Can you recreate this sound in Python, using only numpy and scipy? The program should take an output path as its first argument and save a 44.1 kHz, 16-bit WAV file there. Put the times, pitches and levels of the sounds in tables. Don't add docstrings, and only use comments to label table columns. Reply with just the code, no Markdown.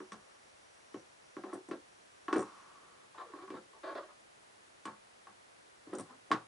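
import sys
import numpy as np
from scipy import signal
from scipy.fft import rfft, irfft
from scipy.io import wavfile

SR = 44100
rng = np.random.default_rng(int(sys.argv[2]) if len(sys.argv) > 2 else 0)


def master(y):
    cut = np.clip(np.atleast_2d(y).T, -1, 1)
    pcm = np.round(cut * 32767)
    wavfile.write(sys.argv[1], SR, pcm.astype(np.int16))


N = 285503

# (time [s], level [dB], rim [0 flat to 1 edge on], hardness [0-1],
# weight of the hand [0-1], gap to the first rebound [s])
LANDINGS = [(0.003, -36.5, .25, 0.3, 0.18, .013), (0.12, -38.5, 0.49, 1, 0.75, 0.022),
            (0.943, -33, 0.19, 0.58, 0.17, .014), (1.367, -33, 0.25, 0.43, 0.24, .013),
            (1.437, -32, 0.28, 0.33, .02, 0.029), (1.529, -29.5, 0.23, 0.07, 0.06, 0.025),
            (1.686, -38.5, 0.13, .25, 0.3, .012), (1.712, -28, 0.21, .8, 0.04, .02),
            (2.282, -27.5, 0.49, 0.3, 0.05, 0.028), (2.328, -19, 0.31, 0.61, 0.06, 0.019),
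            (2.359, -18, .17, 0.51, 0.08, .019), (2.392, -30, 0.35, 0.3, 0.28, .012),
            (2.424, -38, .7, .3, 0.7, .012), (3.336, -37, 0.38, 0, 0, 0.021),
            (3.388, -43.5, 0.57, 0.2, .05, 0.0095), (3.479, -44.5, .62, 0.2, 0.78, .008),
            (3.503, -34.5, 0.26, 0.87, .15, 0.016), (3.54, -36.5, 0.3, 0, .4, .022),
            (3.954, -40, 0.3, .15, .02, .012), (4.854, -34.5, .52, .75, 0.36, .01),
            (4.876, -38, 0.75, 0.3, 0.53, .021), (4.93, -54, 0.84, 0, 0.3, 0.011),
            (5.27, -47.5, 0.78, 0.37, 0.97, .012), (5.871, -42.5, .14, 0.4, 0.33, .023),
            (5.93, -29.5, 0.13, 0.45, 0.09, 0.022), (5.971, -36.5, 0.11, .3, 0.33, 0.012),
            (5.995, -36, 0.16, 0.9, 0.56, .012), (6.306, -30.5, 0.07, 0.4, .35, 0.011),
            (6.315, -17.5, .62, 0.57, 0.4, 0.014)]
SURFACE_HZ = [120, 163, 209, 282, 308, 344, 372, 428, 510, 556, 590, 672, 744, 803, 891, 1042, 1095, 1122,
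              1205, 1265, 1352, 1448, 1612, 1675, 1705, 1997, 2320, 2650, 2985, 3350]
SURFACE_DB = [-2, -3, 4.5, -9.5, -0.5, -1, 5, -2.5, -6.5, -4, -37, -20, -2, -4, 1, 6.5, 5, -16.5, -6, -1.5,
              -4, -7.5, -10, -27, -57, -25.5, -15.5, -15.5, -21, -11]
# (frequency [Hz], t60 [s])
SURFACE_T60 = [(120, 0.17), (320, 0.15), (600, 0.3), (1120, 0.08), (1700, 0.25), (3400, 0.022)]
# (pitch [Hz], level [dB], t60 [s])
PATCH_MODES = [(330, 0, .045), (720, -5, .014), (1115, 0, .05), (1650, -4, .014), (3000, -8, .008)]
# (frequency [Hz], level [dB])
TAIL_COLOUR = [(40, -22), (100, -7.5), (200, -18), (330, 8), (520, 4), (800, 2.5), (1120, 5.5), (1650, -3),
               (2300, -19), (4000, -20.5), (6500, -30), (11000, -41.5)]
# (frequency [Hz], t60 [s])
TAIL_T60 = [(100, 0.75), (400, 0.2), (1200, 0.22), (4000, 0.2), (10000, 0.21)]
# (time [s], length [s], relative level [dB], brightest pitch [Hz])
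RATTLES = [(0.12, .015, -47, 6000), (1.534, .012, -47, 10600), (1.688, .004, -53, 9050),
           (2.3285, .015, -44, 6150), (2.3635, .004, -46, 8300), (2.3814, .055, -42.5, 7700),
           (4.8544, .004, -45, 7600), (5.936, .004, -51, 9400), (5.951, .004, -44, 6800),
           (5.985, .026, -40, 9200)]
# (pitch [Hz], level [dB], t60 [s])
STEEL_MODES = [(4400, -22, 0.0088), (5690, 14.5, 0.032), (7150, 4, 0.02), (7480, -3, 0.087),
               (8030, 7.5, 0.057), (9100, -8, 0.018), (10200, -1, 0.061), (8650, 14.5, 0.061),
               (9900, -3.5, 0.022), (10500, -22, 0.013)]
# (time [s], length [s], level [dB], judder [Hz])
DRAGS = [(1.476, 0.089, -58, 895), (3.144, .025, -56.5, 1000), (3.173, 0.046, -47, 1180),
         (3.226, 0.084, -58.5, 513), (3.314, 0.071, -58.5, 1010), (3.404, 0.043, -51.5, 432),
         (3.54, 0.043, -48.5, 353), (3.727, 0.054, -61.5, 1140), (3.827, 0.11, -43.5, 667),
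         (3.949, 0.037, -43.5, 660), (3.988, 0.053, -54.5, 675), (4.083, 0.023, -59.5, 1300),
         (5.89, 0.036, -60, 260), (5.932, 0.016, -48, 533), (5.982, 0.025, -49, 310),
         (6.04, .12, -61.5, 266), (6.083, 0.036, -60, 970)]
# (time [s], length [s], relative starting level [dB])
PULLS = [(0.16, 0.29, -66.5), (2.455, 0.643, -55)]
# (frequency [Hz], level [dB])
CORD_COLOUR = [(100, -26.5), (320, -9.5), (700, -14), (1000, -6.5), (1130, 3), (1260, -3.5), (2000, -17.5),
               (4000, -23.5), (10000, -31)]
# (time [s], level [dB])
WHISTLE_ENVELOPE = [(0, -73), (.2, -79), (1.3, -78.5), (2.2, -78.5), (2.42, -75), (2.9, -102)]
# (frequency [Hz], left-right likeness [-1 to 1])
NEAR_IMAGE = [(300, 1), (550, 0.9), (1100, 0.72), (2500, 0.56), (9000, 0.76)]
# (frequency [Hz], level [dB])
ROOM_COLOUR = [(15, -59), (25, -18), (112, -6), (173, -7), (197, -5), (267, -4.5), (401, 0.5), (531, 2.5),
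               (1900, -3.5), (2450, -7), (3590, -10), (5820, -13), (11000, -17), (14300, -70),
               (22000, -120)]
# (frequency [Hz], left-right likeness [-1 to 1])
ROOM_IMAGE = [(60, 1), (170, 0.34), (480, -0.67), (1360, -0.47), (3860, -0.00096), (10900, 0.81)]

RING_TIME = np.arange(SR // 3) / SR


def landings(contacts=3, rebound_db=-7):
    out = np.zeros((2, N))
    for s, db, rim, hardness, weight, gap in LANDINGS:
        for k in range(contacts):
            add(out, s, gain_of(db + k * rebound_db) * blow(rim * 0.62 ** k, hardness * 0.24 ** k, weight))
            s += gap * 0.85 ** k
    return out


def blow(rim, hardness, weight):
    tap = surface_tap(tail_db=-4, patch_db=-5)
    flat = gain_of(-8) * thud(tap, weight) * gain_of([[0.4], [-0.4]])
    edge = gain_of(-4) * clack(tap, rim) + hardness * gain_of(-10) * crack(tap)
    return (1 - rim) * flat + rim * edge


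def thud(tap, weight, unloaded_hz=355, sag_octaves=0.79, damping_s=0.088):
    pitch = unloaded_hz * 2 ** (-sag_octaves * weight)
    boom = struck(band(tap, pitch * np.exp([-1 / 5, 1 / 5]), "band", order=2))
    dull = band(tap, 680, "low", order=4)
    body = struck(band(dull, 0.72 * pitch, "high", order=5))
    damped = struck((body + gain_of(-4) * boom) * np.exp(-RING_TIME / damping_s))
    flex = struck(band(tap, [105, 190], "band", order=4))
    return struck(damped + weight * gain_of(-11) * flex)


def clack(tap, rim, spinner_hz=1116, width_hz=55.6):
    mids = struck(band(tap, [620, 2100], "band"))
    note = struck(band(tap, [spinner_hz - width_hz / 2, spinner_hz + width_hz / 2], "band", order=1))
    return struck(mids + 1.15 * rim * note)


def crack(tap):
    attack = 1 - np.exp(-RING_TIME / 0.0007)
    snap = struck(band(tap, 2100, "high", order=4) * attack * np.exp(-RING_TIME / 0.21))
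    spit = struck(band(tap, 5300, "high") * np.exp(-RING_TIME / 0.011))
    return snap + gain_of(-17) * spit


def surface_tap(tail_db, patch_db):
    modes = list(zip(SURFACE_HZ, SURFACE_DB, curve(SURFACE_T60, np.array(SURFACE_HZ))))
    sheet = struck(ring(modes, spot_db=4, ear_db=1.93))
    patch = gain_of(patch_db) * struck(ring(PATCH_MODES, spot_db=3, ear_db=0))
    return band(sheet + patch, 6500, "low", order=2) + gain_of(tail_db) * struck(surface_tail())


def surface_tail():
    hz, t, spectrum = signal.stft(noise(TAIL_COLOUR, NEAR_IMAGE, len(RING_TIME)), SR, nperseg=256)
    decay = gain_of(-60 * t / curve(TAIL_T60, hz)[:, None])
    tail = signal.istft(spectrum * decay, SR, nperseg=256)[1]
    return tail[:, :len(RING_TIME)] * (1 - np.exp(-RING_TIME / 0.00021))


def bearing_rattles(trim_db=-13, contacts=6, gap_s=0.0105, fade_db_per_s=137):
    out = np.zeros((2, N))
    for s, length, db, bright_hz in RATTLES:
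        gaps = gap_s * rng.uniform(0.75, 1.25, contacts)
        for delay in np.cumsum(gaps) - gaps[0]:
            gain = (delay < length) * gain_of(db + trim_db - fade_db_per_s * delay)
            add(out, s + delay, gain * chink(bright_hz))
    return out


def chink(bright_hz, focus_db_per_octave=12):
    detune = rng.uniform(0.975, 1.025)
    modes = [(hz * detune, db - focus_db_per_octave * abs(np.log2(hz / bright_hz)), t60)
             for hz, db, t60 in STEEL_MODES]
    steel = struck(ring(modes, spot_db=2.5, ear_db=1.5))
    fade = np.exp(-RING_TIME / 0.0019) + 0.24 * np.exp(-RING_TIME / 0.25)
    tick = struck(band(surface_tail(), bright_hz * np.exp([-1 / 8, 1 / 4]), "band", order=2) * fade)
    return struck(steel + gain_of(1) * tick)


def drags(slips_per_s=5000, grips_per_s=90, grip_db=2, hand_damping_s=0.087):
    out = np.zeros((2, N))
    for s, length, db, judder_hz in DRAGS:
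        size = int(length * SR)
        slipping = rng.random(SR // 4)[:size] < slips_per_s / SR
        force = rng.standard_normal(SR // 4)[:size]
        grip = np.interp(RING_TIME[:size] * grips_per_s, np.arange(40), rng.standard_normal(40))
        slips = slipping * force * gain_of(grip_db * grip) * signal.windows.tukey(size, 1 / 6)
        pressed = surface_tap(tail_db=3.5, patch_db=-2) * np.exp(-RING_TIME / hand_damping_s)
        rub = band(signal.fftconvolve(slips[None], pressed, axes=1), 6100, "low", order=1)
        body = struck(band(rub, min(480, 0.6 * judder_hz), "high"), size)
        judder = struck(band(rub, judder_hz * np.exp([-1 / 8, 1 / 8]), "band", order=2), size)
        fizz = struck(band(rub, [3000, 5200], "band", order=2), size)
        add(out, s, gain_of(db) * struck(body + 0.45 * judder + gain_of(-25) * fizz, size))
    return out


def cord_rub(trim_db=-1, attack_s=0.0073, release_s=0.052, fade_db_per_s=19):
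    envelope = np.zeros(N)
    for s, length, db in PULLS:
        t = np.clip(np.arange(N) / SR - s, 0, length)
        gate = np.minimum(t / attack_s, (length - t) / release_s).clip(max=1)
        envelope += gate * gain_of(db + trim_db - fade_db_per_s * t)
    return envelope * noise(CORD_COLOUR, NEAR_IMAGE, N)


def bearing_whistle(pitch_hz=5739, spread_hz=110, flutter_db=3):
    t = np.arange(N) / SR
    times, db = np.transpose(WHISTLE_ENVELOPE)
    envelope = np.interp(t, times, gain_of(db), right=0)
    flutter = np.interp(t, np.linspace(0, t[-1], 100), rng.standard_normal(100))
    race = band(rng.standard_normal(N), [pitch_hz - spread_hz, pitch_hz + spread_hz], "band", order=1)
    return envelope * gain_of(flutter_db * flutter) * unit_rms(race)


def room_tone(level_db=-60.5):
    return gain_of(level_db) * noise(ROOM_COLOUR, ROOM_IMAGE, N)


def ring(modes, spot_db, ear_db):
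    hz, db, t60 = np.transpose(modes)
    spot, left, right = rng.standard_normal((3, len(hz)))
    gains = gain_of(db + spot_db * spot + ear_db * np.array([left, right]))
    phase = 2 * np.pi * hz[:, None] * RING_TIME
    waves = np.cos(phase) * gain_of(-60 * RING_TIME / t60[:, None])
    onset = 1 - np.exp(-phase)
    return gains @ (waves * onset)


def noise(colour, image, size):
    hz = np.fft.rfftfreq(size, 1 / SR)
    mid, side = rfft(rng.standard_normal((2, size)))
    likeness = np.clip(curve(image, hz), -1, 1)
    mid, side = mid * np.sqrt(1 + likeness), side * np.sqrt(1 - likeness)
    return unit_rms(irfft(np.array([mid + side, mid - side]) * gain_of(curve(colour, hz)), size))


def gain_of(db):
    return 10 ** (np.asarray(db) / 20)


def unit_rms(x):
    return x / np.sqrt(np.mean(x ** 2) + 1e-20)


def struck(x, size=880):
    return x / np.sqrt(np.mean(x[..., :size] ** 2) + 1e-20)


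def curve(points, hz):
    table_hz, value = np.transpose(points)
    return np.interp(np.log(hz + 1), np.log(table_hz + 1), value)


def add(mix, s, sound):
    part = mix[:, round(s * SR):][:, :sound.shape[1]]
    part += sound[:, :part.shape[1]]


def band(x, hz, kind, order=3):
    return signal.sosfilt(signal.butter(order, hz, kind, fs=SR, output="sos"), x)


def scene():
    return landings() + bearing_rattles() + drags() + cord_rub() + bearing_whistle() + room_tone()


def record(dry, cutoff_hz=11150):
    lowpass = signal.firwin(511, cutoff_hz, window=("kaiser", 8), fs=SR)
    return signal.oaconvolve(dry, lowpass[None], "same")


dry = scene()
out = record(dry)
master(out)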